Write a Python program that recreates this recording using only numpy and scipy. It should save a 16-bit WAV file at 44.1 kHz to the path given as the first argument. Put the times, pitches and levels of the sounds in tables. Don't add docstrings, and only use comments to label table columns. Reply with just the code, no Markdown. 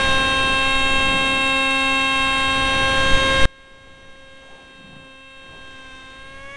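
import sys
import numpy as np
from scipy import signal
from scipy.fft import rfft, irfft, next_fast_len
from scipy.io import wavfile

SR = 44100
rng = np.random.default_rng(int(sys.argv[2]) if len(sys.argv) > 2 else 0)


def digitize_waveform(pressure):
    field = np.atleast_2d(pressure).T
    bounded = np.clip(field, -1, 1)
    quanta = np.round(bounded * 32767).astype(np.int16)
    wavfile.write(sys.argv[1], SR, quanta)


N = 289296
TIME = np.arange(N) / SR
CRUISE_AIRSPEED = 0.8


def from_db(db):
    return 10 ** (np.asarray(db) / 20)


def rms_one(x):
    return x / np.sqrt(np.mean(x ** 2) + 1e-20)


def in_time(rows):
    return np.interp(TIME, *np.transpose(rows))


def swell(t, spread):
    return np.exp(-((TIME - t) / spread) ** 2 / 2)


def drift(rate_hz):
    hop, settle = 40, 2000
    pole = np.exp(-2 * np.pi * rate_hz * hop / SR)
    white = rng.standard_normal(N // hop + settle + 2)
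    slow = signal.lfilter([1], [1, -2 * pole, pole * pole], white)[settle:]
    return np.interp(np.arange(N) / hop, np.arange(len(slow)), rms_one(slow))


def turbulence(colour):
    hz, db = np.transpose(colour)
    size = next_fast_len(N)
    bins = np.maximum(np.fft.rfftfreq(size, 1 / SR), 1)
    gain = from_db(np.interp(np.log(bins), np.log(hz), db))
    return rms_one(irfft(rfft(rng.standard_normal(size)) * gain, size)[:N])


def narrow_noise(hz, width_hz):
    lowpass = signal.butter(2, width_hz / 2, fs=SR, output="sos")
    a, b = signal.sosfilt(lowpass, rng.standard_normal((2, N)))
    phase = 2 * np.pi * np.cumsum(hz) / SR
    return rms_one(a * np.cos(phase) + b * np.sin(phase))


SPEED_LAWS = {"whine": (-24.5, 1), "hum": (-31.5, 0), "overtones": (2.5, 8), "buffet": (-26.5, 27),
              "rush": (-35, 24), "wash": (-32, 13.5), "blade hiss": (-47, -6), "slipstream": (-47, 42)}

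def level_db_at(layer, airspeed):
    cruise_db, slope_db = SPEED_LAWS[layer]
    return cruise_db + slope_db * (airspeed - CRUISE_AIRSPEED)


PARTIAL_LAWS = {1: (-6, -1), 2: (20.4, 0.75), 4: (-9, 2), 6: (12.2, 1.8), 7: (9.1, 11), 8: (6, 8.7),
                9: (-1.8, 6), 10: (-9, 2), 11: (8.5, -3), 12: (3.6, 0.5), 13: (8.4, 2), 14: (0, -26),
                16: (1, -8), 18: (1, 2.9), 20: (5, 9), 22: (7, 6), 24: (2, 4), 32: (-3, 1), 34: (-2, -2)}
PARTIAL_SWELLS = {1: [(0, -2.5), (1, -0.5), (1.9, 1), (3.4, -1.5), (4.7, 2), (5.02, 5), (5.5, -3),
                  (5.8, 4.5), (6.56, -4)], 2: [(0, -2.5), (.8, -1), (1.6, 5), (2.45, -3.5), (3.2, 0),
                  (4.4, 2.5), (4.7, -4), (5.1, 5.5), (6, -7.5), (6.4, 1.5)], 3: [(0, 0.5), (1.2, 0.5),
                  (2.9, 2), (3.3, -13), (4.1, -6), (5.2, -5.5), (6.56, -3.5)], 4: [(0, 2.5), (1.6, -3),
                  (2.5, 1), (3.3, 2.5), (3.7, 0.5), (5.3, -2), (5.7, 3), (6.56, 0.5)], 8: [(0, -1),
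                  (.28, -15), (.7, -0.5), (1.9, 3.5), (3.05, -5), (3.3, 1), (4.4, -1.5), (4.75, -10),
                  (5.3, -1), (5.58, -12), (5.9, -4), (6.56, 0.5)], 10: [(0, -2), (.5, .5), (1.3, 1.5),
                  (2.3, 0.5), (3.8, -3), (4.7, 0), (5.3, 0.5), (5.9, 2), (6.4, -5)], 12: [(0, -0.5),
                  (1.1, 2), (1.7, -2.5), (2.1, 2), (3.9, -1), (5.6, 2.5), (6.3, -2.5)]}

def rotor_tones(angle, orders, airspeed, throttle, waver_db, upper_waver_db, flutter, smear):
    windmill_db = 12 * np.maximum(-throttle, 0)
    bright_db = level_db_at("overtones", airspeed) + windmill_db
    out = np.zeros(N)
    for multiple, db in orders:
        k = round(multiple)
        upper = np.exp(-((k - 23) / 5) ** 2)
        speed_db, throttle_db = PARTIAL_LAWS.get(k, (0, 0))
        level_db = db + upper * bright_db
        level_db += speed_db * (airspeed - CRUISE_AIRSPEED) + throttle_db * np.maximum(throttle, 0)
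        level_db += (waver_db + upper * upper_waver_db) * drift(1.8)
        if k in PARTIAL_SWELLS:
            level_db += in_time(PARTIAL_SWELLS[k])
        lag = smear * k ** 2 * (k < 20)
        phase = k * angle - lag + flutter * drift(21)
        out += np.sqrt(2) * from_db(level_db) * (1 + flutter * drift(20)) * np.cos(phase)
    return out


# (shaft multiple, relative level/dB)
BLADE_ORDERS = [(2, -5.5), (4, -2), (6, -1), (8, -6.5), (10, -1.4), (12, -6), (14, -4.5), (16, -16.5),
                (18, -27), (20, -37.5), (22, -29.5), (24, -32.5), (26, -32.5), (28, -36.5), (30, -35),
                (32, -25.5), (34, -24.5), (36, -31.5), (38, -37.5), (40, -48.5)]
UNBALANCE_ORDERS = [(1, -1.5), (3, -4), (5, -10), (7, -15.5), (9, -12.5), (11, -11.5), (13, -17), (15, -28),
                    (17, -30.5), (19, -27), (21, -28.5)]

def propeller(angle, airspeed, throttle):
    whine = rotor_tones(angle, BLADE_ORDERS, airspeed, throttle,
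                        waver_db=0.61, upper_waver_db=2.5, flutter=0.055 * airspeed ** 2, smear=0.1157)
    hum = rotor_tones(angle, UNBALANCE_ORDERS, airspeed, throttle,
                      waver_db=0.77, upper_waver_db=0.3, flutter=0.025 * airspeed ** 2, smear=0.24)
    return from_db(level_db_at("whine", airspeed)) * whine + from_db(level_db_at("hum", airspeed)) * hum


# (t/s, level/dB)
CONTROLLER_LEVEL = [(0, -47), (.5, -50.5), (.65, -46), (2.45, -46.5), (2.62, -50), (3.1, -47), (4.75, -46),
                    (4.95, -46), (6.0, -46), (6.3, -51)]

def controller(switching_hz=7607):
    level_db = in_time(CONTROLLER_LEVEL) + 0.6 * drift(5.6)
    return np.sqrt(2) * from_db(level_db) * np.sin(2 * np.pi * switching_hz * TIME)


# (t/s, spread/s, added buffet level/dB, added rush level/dB)
ROUGH_AIR = [(.47, 0.069, 5, 4.5), (1.02, 0.13, 4.5, 3), (1.24, 0.12, 3.5, 5), (1.76, .12, -3.5, -6),
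             (2.25, .12, 2, -3.5), (2.78, 0.14, 3.5, 0), (3.145, 0.068, 3.5, 1.5), (3.897, 0.2, 6.5, 4),
             (4.622, 0.13, -3, 3), (4.98, 0.14, 2, 9), (5.25, 0.088, 4, -3.5), (5.53, 0.088, 1, 8.5),
             (5.9, 0.12, -2, -1.5), (6.376, 0.1, 5.5, -0.5)]
# (f/Hz, relative level/dB)
BUFFET_COLOUR = [(12, 6), (25, -8.5), (45, -6.5), (85, -10), (150, -15), (300, -34), (700, -74)]
RUSH_COLOUR = [(50, -9), (110, -4.5), (170, 1.5), (350, 0.5), (650, -3.5), (1200, -9.5), (2000, -65),
               (4000, -47)]

def wind(airspeed):
    buffet_db = level_db_at("buffet", airspeed)
    rush_db = level_db_at("rush", airspeed)
    for t, spread, extra_buffet_db, extra_rush_db in ROUGH_AIR:
        buffet_db += extra_buffet_db * swell(t, spread)
        rush_db += extra_rush_db * swell(t, spread)
    buffet = from_db(buffet_db + 1.2 * drift(24)) * turbulence(BUFFET_COLOUR)
    rush = from_db(rush_db + 0.94 * drift(23)) * turbulence(RUSH_COLOUR)
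    return buffet + rush


def puffs(angle, depth):
    return np.exp(depth * np.cos(2 * angle)) / np.sqrt(np.i0(2 * depth))


# (f/Hz, relative level/dB)
WASH_COLOUR = [(400, -2), (1000, -2), (1600, 0.5), (2200, 3), (2700, -1), (3200, 1.5), (3750, -3),
               (4300, -12.5), (5500, -28.5), (10000, -48)]
BLADE_HISS_COLOUR = [(3000, -33), (4500, -20), (5200, -3), (6050, 7), (6900, -1), (7450, -4.5), (8300, 4),
                     (9100, 6), (10000, -17), (11000, -16)]
SLIPSTREAM_COLOUR = [(3000, -11), (4400, 1.5), (5200, 1.5), (6100, 5.5), (7300, -4), (8300, 2.5),
                     (9100, -4.5), (10000, -13), (11000, -27)]

def propeller_air(angle, airspeed):
    load = np.clip((1.08 - airspeed) / 1.6, 0.03, 0.98)
    wash_db = level_db_at("wash", airspeed) + 0.38 * drift(22)
    wash = from_db(wash_db) * turbulence(WASH_COLOUR) * puffs(angle, depth=0.071 * load)
    hiss_db = level_db_at("blade hiss", airspeed) + 1.4 * drift(24)
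    hiss = from_db(hiss_db) * turbulence(BLADE_HISS_COLOUR) * puffs(angle, depth=0.74)
    slipstream = from_db(level_db_at("slipstream", airspeed)) * turbulence(SLIPSTREAM_COLOUR)
    return wash + hiss + slipstream


# (t/s, spread/s, relative level/dB)
WHISTLES = [(.28, 0.19, -6), (2.72, 0.24, -3.5), (5.547, .08, -9)]

def edge_whistle(airspeed, top_hz=11000, level_db=-46):
    strength = sum(from_db(level_db + db) * swell(t, spread) for t, spread, db in WHISTLES)
    return strength * narrow_noise(top_hz * airspeed, width_hz=500)


# (start t/s, end t/s, pressure/full scale)
GUSTS = [(0.913, 0.946, 0.11), (1.025, 1.085, -0.12), (3.132, 3.152, 0.22), (3.416, 3.454, -0.35)]

def gusts(soften_hz=90):
    pressure = sum(push * ((TIME > start) & (TIME < end)) for start, end, push in GUSTS)
    return signal.sosfilt(signal.butter(1, soften_hz, fs=SR, output="sos"), pressure + 1e-18)


# (t/s, spread/s, centre f/Hz, glide/octaves per s, level/dB)
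MOANS = [(1.23, 0.14, 220.3, 0, -35), (4.55, 0.09, 681, -1, -25.5), (4.91, 0.1, 166.8, -1.8, -21),
         (5.529, 0.072, 230, 1.27, -29)]

def moans():
    out = np.zeros(N)
    for t, spread, hz, glide, db in MOANS:
        centre_hz = hz * 2 ** np.clip(glide * (TIME - t), -1, 1)
        out += from_db(db) * swell(t, spread) * narrow_noise(centre_hz, width_hz=0.6 * hz)
    return out


# (t/s, airspeed/fastest dive)
FLIGHT = [(0, 0.97), (.4, 0.77), (.7, 0.69), (1.15, 0.64), (1.7, 0.54), (2.1, 0.57), (2.55, .73),
          (2.95, 0.91), (3.35, 0.96), (3.6, 0.99), (4.55, 1.0), (4.9, 0.82), (5.25, 0.65), (5.45, 0.85),
          (5.7, 1), (5.95, 1), (6.2, .88), (6.56, 0.91)]
# (t/s, f/Hz)
SHAFT = [(0.0, 268.8), (0.1, 266.7), (0.54, 266.4), (0.72, 267.9), (1.12, 267.7), (1.91, 268.1),
         (2.28, 267.7), (3.17, 267.4), (3.84, 268.4), (4.6, 267.7), (4.67, 266.5), (5.18, 265.7),
         (5.21, 266.9), (5.69, 266.2), (5.92, 263.0), (6.11, 264.4), (6.39, 271.3), (6.56, 280.7)]
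CRUISE_SHAFT_HZ, FULL_SHAFT_HZ = 268, 278

def scene():
    airspeed, shaft_hz = in_time(FLIGHT), in_time(SHAFT)
    throttle = (shaft_hz - CRUISE_SHAFT_HZ) / (FULL_SHAFT_HZ - CRUISE_SHAFT_HZ)
    hunting = 0.00051 * airspeed ** 2 * drift(10.3)
    angle = 2 * np.pi * np.cumsum(shaft_hz * (1 + hunting)) / SR
    motor = propeller(angle, airspeed, throttle) + controller()
    air = wind(airspeed) + propeller_air(angle, airspeed) + edge_whistle(airspeed) + gusts() + moans()
    return (motor + air)[None, :]


def record(dry):
    drop_s, drop_db, recovery_db_per_s = 3.455, -30, 3
    level_db = np.where(TIME > drop_s, drop_db + recovery_db_per_s * (TIME - drop_s), 0)
    clipped = np.clip(dry, -0.72, 0.72)
    lowpass = signal.ellip(10, 0.1, 80, 10500, fs=SR, output="sos")
    return signal.sosfilt(lowpass, clipped * from_db(level_db))


dry = scene()
out = record(dry)
digitize_waveform(out)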